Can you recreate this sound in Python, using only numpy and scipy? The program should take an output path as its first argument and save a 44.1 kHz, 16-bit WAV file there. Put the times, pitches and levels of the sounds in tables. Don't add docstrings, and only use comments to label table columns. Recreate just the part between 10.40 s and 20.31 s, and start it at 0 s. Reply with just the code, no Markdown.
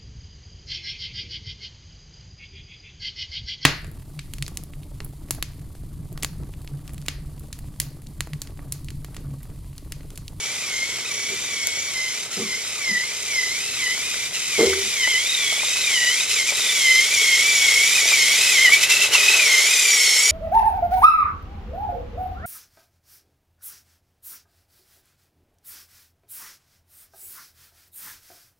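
import sys
import numpy as np
from scipy import signal
from scipy.fft import rfft, irfft, next_fast_len
from scipy.io import wavfile
from scipy.ndimage import map_coordinates

SR = 44100
rng = np.random.default_rng(int(sys.argv[2]) if len(sys.argv) > 2 else 0)


def unload_audio(sound):
    columns = np.transpose(np.atleast_2d(sound))
    steps = np.round(np.clip(columns, -1, 1) * 32767)
    wavfile.write(sys.argv[1], SR, steps.astype(np.int16))


N = 437031
TIME = np.arange(N) / SR


def from_db(db):
    return 10 ** (np.asarray(db) / 20)


def rms_one(x):
    return x / np.sqrt(np.mean(x ** 2) + 1e-20)


def in_time(rows):
    s, *columns = np.transpose(rows)
    return [np.interp(TIME, s, column) for column in columns]


def swell(s, half_s, steepness=2, skew=1):
    side_s = np.where(TIME < s, half_s / skew, half_s * skew)
    distance = np.minimum(np.abs(TIME - s) / side_s, 4)
    return .5 ** distance ** steepness


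def lowpass(x, hz):
    return signal.sosfilt(signal.butter(2, min(hz, SR / 2 - 1), fs=SR, output="sos"), x)


def drift(hz):
    settled = lowpass(rng.standard_normal(N + SR), hz)[SR:]
    return rms_one(settled)


def colour(x, spectrum):
    size = next_fast_len(N)
    hz, db = np.transpose(spectrum)
    bins_hz = np.maximum(np.fft.rfftfreq(size, 1 / SR), 1)
    outside = np.maximum(np.maximum(hz[0] / bins_hz, bins_hz / hz[-1]), 1)
    gain = from_db(np.interp(np.log(bins_hz), np.log(hz), db)) / outside ** 2
    return rms_one(irfft(rfft(x, size) * gain, size)[..., :N])


def resonate(x, hz, width_hz):
    r = np.exp(-np.pi * width_hz / SR)
    zeros = np.array([1, 0, -1]) * (1 - r * r) / 2
    poles = [1, -2 * r * np.cos(2 * np.pi * hz / SR), r * r]
    return signal.lfilter(zeros, poles, x + 1e-18)


def burst(s, rise_s, decay_s):
    start = int(s * SR)
    span = slice(start, min(start + SR // 2, N))
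    age_s = TIME[span] - TIME[span][0]
    envelope = (1 - np.exp(-(age_s / rise_s) ** 2)) * np.exp(-age_s / decay_s)
    return span, rng.standard_normal(len(age_s)) * envelope


def widen(mid, side, likeness):
    c = np.clip(likeness, 0, 1)
    opposed = side * np.array([[1], [-1]])
    return np.sqrt((1 + c) / 2) * mid + np.sqrt((1 - c) / 2) * opposed


# deepest point in seconds, length in seconds,
# sag of the mesh rate in Hz, whine gain in dB.
LOAD_SAGS = [(0.051, 0.2, 165, 7.5), (0.378, 0.27, 254, 16), (0.589, 0.16, 105, 3.5),
             (.81, 0.38, 182, 10.5), (1.265, .35, 215, 16), (1.635, 0.27, 290, 14.5),
             (2.131, 0.19, 275, 16), (2.557, 0.29, 320, 24.5), (3.04, .26, 309, 16),
             (3.467, 0.14, 315, 14.5), (3.589, 0.12, 150, 6), (3.841, .27, 119, 4.5),
             (4.235, 0.2, 255, 8.5), (4.4, .12, 135, 2), (4.7, 0.28, 320, 16), (5.118, 0.28, 208, 5),
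             (5.631, .26, 345, 12), (6.027, 0.11, 265, 15.5), (6.112, .04, 195.5, 15.5), (6.259, .2, 90, 2),
             (6.521, 0.31, 287, 19), (6.906, 0.34, 228, 17), (7.329, .38, 219, 14), (7.638, 0.091, 155, 11),
             (7.841, .24, 237, 8.5), (8.194, 0.12, 265, 6), (8.281, 0.067, 315, 12), (8.352, 0.059, 215, 8),
             (8.835, .14, 60, -2), (9.155, 0.25, 262, 4.5), (9.701, 0.5, 227, 3.5)]
# time in seconds, dip in dB, spurt in dB,
# jump of the mesh rate in Hz.
DRIVE_FALTERS = [(0.636, 2.5, 0, 170.5), (1.89, 6, 3.5, 70), (3.911, 6.5, 3, 160), (4.666, 0.5, 1, 90),
                 (5.175, 0.5, -1, 80), (5.868, 4.5, 2.5, 21), (6.052, 3, 2, 80), (6.135, 3, 1.5, 39),
                 (6.7, 2, 0.5, 69.5), (7.654, 3, 2, 59.5), (8.218, 1, 0.5, 81), (8.3, 4, 3, 19),
                 (8.395, 4.5, 7, -0.5), (8.47, 7, 5, 70), (8.589, 2.5, 2.5, 20.5), (8.7, 9, 6, 159.5)]
# time in seconds, chatter in dB,
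# whine relative to chatter in dB.
GEAR_CURVE = [(0, -31.5, -12), (2.8, -32, -16.5), (2.9, -30, -11.5), (3.35, -29.5, -10),
              (4.05, -29.5, -9.5), (4.24, -24.5, -7.5), (4.36, -27.5, -11), (5.45, -25, -7.5),
              (6.15, -24.5, -13.5), (7.6, -20.5, -9.5), (8.15, -19.5, -3.5), (8.55, -19, -2),
              (8.88, -18.5, -1.5), (9.05, -19.5, -2), (9.91, -22, -6)]


def drive(free_mesh_hz=1310, sag_steepness=2.7, pressure_lead_s=0.0088):
    falter_s, catch_after_s, spurt_s = 0.027, 0.04, 0.018
    slip_after_s, slip_skew = 0.031, 1.5
    chatter_db, whine_over_chatter_db = in_time(GEAR_CURVE)
    mesh_hz = np.full(N, float(free_mesh_hz))
    for s, length_s, sag_hz, gain_db in LOAD_SAGS:
        mesh_hz -= sag_hz * swell(s, length_s / 2, sag_steepness)
        whine_over_chatter_db += gain_db * swell(s - pressure_lead_s, length_s / 2, sag_steepness)
    for s, dip_db, spurt_db, jump_hz in DRIVE_FALTERS:
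        dip = swell(s, falter_s)
        spurt = swell(s + catch_after_s, spurt_s)
        mesh_hz += jump_hz * swell(s + slip_after_s, spurt_s, skew=slip_skew)
        chatter_db += spurt_db * spurt - dip_db * dip
        whine_over_chatter_db -= dip_db * dip
    return mesh_hz, chatter_db + whine_over_chatter_db, chatter_db


WHEEL_TEETH = 35


def whine(teeth, mesh_hz, whine_db, chatter_db):
    slop_rad, slack_slop_rad, sway_rad = 0.091, 0.2, 0.11
    wobble, slack_throb, bead_throb = 0.014, 0.85, 0.2
    flutter_db, hum_db, braking_db = 3.0, -61, 11
    wheel = 2 * np.pi * teeth / WHEEL_TEETH
    slack = np.clip((mesh_hz - 1085) / 180, 0, 1)
    jitter = (slop_rad + slack * slack_slop_rad) * drift(96)
    phase = 2 * np.pi * teeth + jitter + sway_rad * np.cos(wheel)
    throb = 1 + (wobble + slack * slack_throb) * np.sin(wheel)
    main = from_db(whine_db) * rms_one(np.sin(2 * phase) * throb * from_db(flutter_db * drift(42)))
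    beads = throb * (1 + bead_throb * np.sin(wheel))
    slowing_hz_per_s = lowpass(-np.gradient(mesh_hz) * SR, 19)
    braking = np.clip(slowing_hz_per_s / 900, 0, 1)
    hum = rms_one(np.sin(phase) * beads * from_db(flutter_db * drift(40)))
    hum = from_db(hum_db + braking_db * braking) * hum
    return main + hum + overtones(phase, beads, mesh_hz, whine_db, chatter_db)


# multiple of the mesh rate, relative level in dB.
OVERTONE_MIX = [(3, -10), (4, -6.5), (5, -2), (6, -1.5), (7, -6.5)]
# time in seconds, change of the third in dB, change of the higher ones in dB.
OVERTONE_CURVE = [(.3, -0.5, -4), (1.3, 4.5, 0), (1.8, 1, -1), (3.05, -14, -3), (3.3, 4.5, -5),
                  (4.3, -2, -6), (4.7, 8, -5.5), (5.1, 10, -28), (5.35, 2.5, -10), (5.62, 8.5, -3.5),
                  (6.08, 0, -5), (6.23, 9.5, -20), (6.4, 6, -6), (8.1, 0, -4), (8.27, 7.5, -8),
                  (8.4, -6, -25), (9.15, -1, -3), (9.7, -4, 3.5)]
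# frequency in Hz, relative response in dB.
SHELL_RESPONSE = [(1000, -20), (1780, -10.5), (2000, 6), (2300, 0.5), (2780, -2), (3070, 2.5), (3450, -1.5),
                  (3750, 1.5), (4150, -3.5), (5300, -1.5), (5850, -0.5), (6700, -3.5), (7650, 1),
                  (8200, -7), (10700, -7.5), (11800, -19.5), (13300, -15.5), (15300, -28)]


def overtones(phase, beads, mesh_hz, whine_db, chatter_db, trim_db=-1, flutter_db=3.0, jitter_rad=0.31):
    ripple_depth_db, ripple_step_hz, pressure_share = 3.5, 110, 0.3
    third_db, higher_db = in_time(OVERTONE_CURVE)
    ripple_hz = np.arange(0, SR / 2, ripple_step_hz)
    ripple_db = ripple_depth_db * np.clip(rng.standard_normal(len(ripple_hz)), -2, 1)
    total = 0
    for multiple, db in OVERTONE_MIX:
        tone_hz = multiple * mesh_hz
        jitter = jitter_rad * (multiple - 3) * drift(115)
        tone = np.sin(multiple * phase + jitter + rng.uniform(0, 2 * np.pi))
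        tone = rms_one(tone * beads * from_db(flutter_db * drift(49)))
        shell_db = np.interp(tone_hz, *np.transpose(SHELL_RESPONSE))
        if multiple == 3:
            course_db = third_db
        else:
            course_db = higher_db + np.interp(tone_hz, ripple_hz, ripple_db)
        total = total + tone * from_db(db + shell_db + course_db)
    pressure_db = pressure_share * (whine_db - chatter_db)
    return total * from_db(chatter_db + pressure_db + trim_db)


def chatter(teeth, chatter_db, likeness=0.33, trim_db=3.0, bite=0.22, repeat=0.15, spread_hz=4600):
    uneven_db, wheel_db = 1.0, -0.14
    force_db = uneven_db * drift(125) + wheel_db * np.sin(2 * np.pi * teeth / WHEEL_TEETH)
    scrapes = rng.standard_normal((2, N)) * from_db(force_db) * (1 + bite * np.cos(2 * np.pi * teeth))
    tooth_before = np.round(np.interp(teeth - 1, teeth, np.arange(N))).astype(int)
    mid, side = colour(scrapes + repeat * scrapes[:, tooth_before], SHELL_RESPONSE)
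    side = signal.sosfilt(signal.butter(2, spread_hz, "high", fs=SR, output="sos"), side)
    return from_db(chatter_db + trim_db) * widen(mid, side, likeness)


# frequency in Hz, relative response in dB.
ROLLING_RESPONSE = [(290, -21), (390, 0.5), (650, -4.5), (1000, -6), (1500, -1.5), (2500, -11.5)]


def rolling(rolling_db, grain_db=3.0, likeness=0.85):
    patter = rng.standard_normal((2, N)) * from_db(grain_db * drift(114))
    mid, side = colour(patter, ROLLING_RESPONSE)
    return from_db(rolling_db) * widen(mid, side, likeness)


# start in seconds, relative level in dB, pitch in Hz,
# decay in seconds.
KNOCKS = [(1.271, -5.5, 7500, 0.00097), (4.331, -20, 1710, 0.0049), (4.674, -24.5, 687, 0.0044),
          (5.124, -24, 750, 0.0064), (5.178, -30, 750, 0.0059), (5.232, -27, 756, 0.006),
          (6.12, -26.5, 642, 0.0072), (7.655, -27.5, 684.5, 0.0058), (7.719, -22, 893, 0.0052),
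          (8.293, -21, 1304, .004), (8.443, -13, 5000, .0005), (8.75, -18.5, 995, 0.0094)]


def ticks(rise_s=0.0001, damping=3, trim_db=4):
    out = np.zeros(N)
    for s, db, hz, decay_s in KNOCKS:
        span, crack = burst(s, rise_s, decay_s)
        tick = resonate(crack, hz, damping / decay_s)
        out[span] += from_db(db + trim_db) * tick / np.abs(tick).max()
    return out


def squeak(s=1.922, level_db=-38, centre_hz=1360, length_s=0.025, fall_hz_per_s=1200):
    pitch_hz = centre_hz - fall_hz_per_s * np.clip(TIME - s, -length_s, length_s)
    tone = np.sin(2 * np.pi * np.cumsum(pitch_hz) / SR)
    return from_db(level_db) * swell(s, length_s / 2) * tone


def air(x, above_hz):
    return signal.fftconvolve(x, signal.firwin(63, above_hz, fs=SR, pass_zero=False), "same")


def passing(x, above_hz=8400, s=10.08, half_s=0.38, lift_db=4.9):
    extra = from_db(lift_db * swell(s, half_s)) - 1
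    return x + extra * np.array([air(side, above_hz) for side in x])


# time in seconds, lift in dB.
LEFT_TREBLE = [(0, -0.5), (5.5, 1.5), (6.3, 3), (7.6, 4.5), (8.6, 7), (9.4, 5.5), (9.9, -1)]


def left_path(left, delay_samples, above_hz=10700):
    air_db, = in_time(LEFT_TREBLE)
    brightened = left + (from_db(air_db) - 1) * air(left, above_hz)
    return map_coordinates(brightened, [np.arange(N) - delay_samples], order=3, mode="nearest")


# time in seconds, relative level in dB, strongest frequency in Hz,
# decay of the blow in seconds.
SOFT_BUMPS = [(.908, -36, 338, 0.018), (1.981, -26.5, 279.7, 0.039), (2.495, -34, 185.2, 0.028),
              (4.194, -11, 420, 0.056), (4.269, -34, 81, 0.027), (4.44, -40, 264.3, 0.034)]
# frequency in Hz, relative level in dB, 60 dB decay in seconds.
BUMP_MODES = [(81.6, 1, 0.46), (174.5, 1.5, 0.24), (213.6, 8, 0.13), (264, -15, 0.9), (348, 0, 0.14),
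              (388, 8.5, 0.2), (430, -9, 0.32), (464, 7.5, 0.18), (602, -9, 0.63), (890, -23, .12)]


def bumps(rise_s=0.021, octaves=0.44, trim_db=-12):
    out = np.zeros(N)
    for s, db, centre_hz, decay_s in SOFT_BUMPS:
        thud = 0
        for hz, mode_db, t60_s in BUMP_MODES:
            span, push = burst(s - rise_s, rise_s, decay_s)
            ring = resonate(push, hz, np.log(1000) / (np.pi * t60_s))
            nearness = 1 / (1 + (np.log2(hz / centre_hz) / octaves) ** 2)
            thud = thud + rms_one(ring) * from_db(mode_db) * nearness
        out[span] += from_db(db + trim_db) * rms_one(thud)
    return out


def room(x, t60_s=0.13, wall_hz=6000, likeness=0.96):
    age_s = TIME[:SR // 2]
    noise = lowpass(rng.standard_normal((2, len(age_s))), wall_hz)
    mid, side = noise * from_db(-60 * age_s / t60_s) * (age_s > .003)
    tail = widen(mid, side, likeness)
    tail = tail / np.sqrt(np.sum(tail ** 2) / 2)
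    return signal.fftconvolve(x[None], tail, axes=1)[:, :N]


# frequency in Hz, relative response in dB.
RUMBLE_RESPONSE = [(25, -28), (80, 0.5), (140, -2.5), (400, -5)]
# time in seconds, level in dB.
RUMBLE_CURVE = [(0, -49.5), (.8, -48), (2.6, -52.5), (3.3, -48.5), (4.8, -51), (6.9, -51), (8.7, -48),
                (9.3, -54.5)]


def rumble(likeness=0.82):
    level_db, = in_time(RUMBLE_CURVE)
    mid, side = colour(rng.standard_normal((2, N)), RUMBLE_RESPONSE)
    return from_db(level_db) * widen(mid, side, likeness)


# time in seconds, treble lift in dB, rolling level in dB,
# delay of the left side in samples.
APPROACH_CURVE = [(0, 0.5, -43, 2), (4, 1.5, -44.5, 2.5), (6.5, 1.5, -40, 1), (8, -1, -37.5, 0.7),
                  (8.8, -3.5, -33, 0.8), (9.5, 0.5, -38, 0)]


def scene(room_db=-15, treble_hz=4500, waver=0.01, waver_hz=22):
    mesh_hz, whine_db, chatter_db = drive()
    lift_db, rolling_db, delay_samples = in_time(APPROACH_CURVE)
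    teeth = np.cumsum(mesh_hz * (1 + waver * drift(waver_hz))) / SR
    gears = whine(teeth, mesh_hz, whine_db, chatter_db) + chatter(teeth, chatter_db)
    dull = signal.lfilter(*signal.butter(1, treble_hz, fs=SR), gears)
    gears = dull + (gears - dull) * from_db(lift_db)
    train = passing(gears + rolling(rolling_db) + ticks() + squeak())
    train[0] = left_path(train[0], delay_samples)
    echo = room(train[1] * from_db(room_db - lift_db))
    return train + echo + bumps() + rumble()


def record(dry, notch_hz=7900, notch_q=32, clip_level=0.8, cutoff_hz=15400):
    notched = signal.lfilter(*signal.iirnotch(notch_hz, notch_q, fs=SR), dry)
    clipped = np.clip(notched, -clip_level, clip_level)
    return signal.sosfilt(signal.ellip(10, .1, 80, cutoff_hz, fs=SR, output="sos"), clipped)


dry = scene()
out = record(dry)
unload_audio(out)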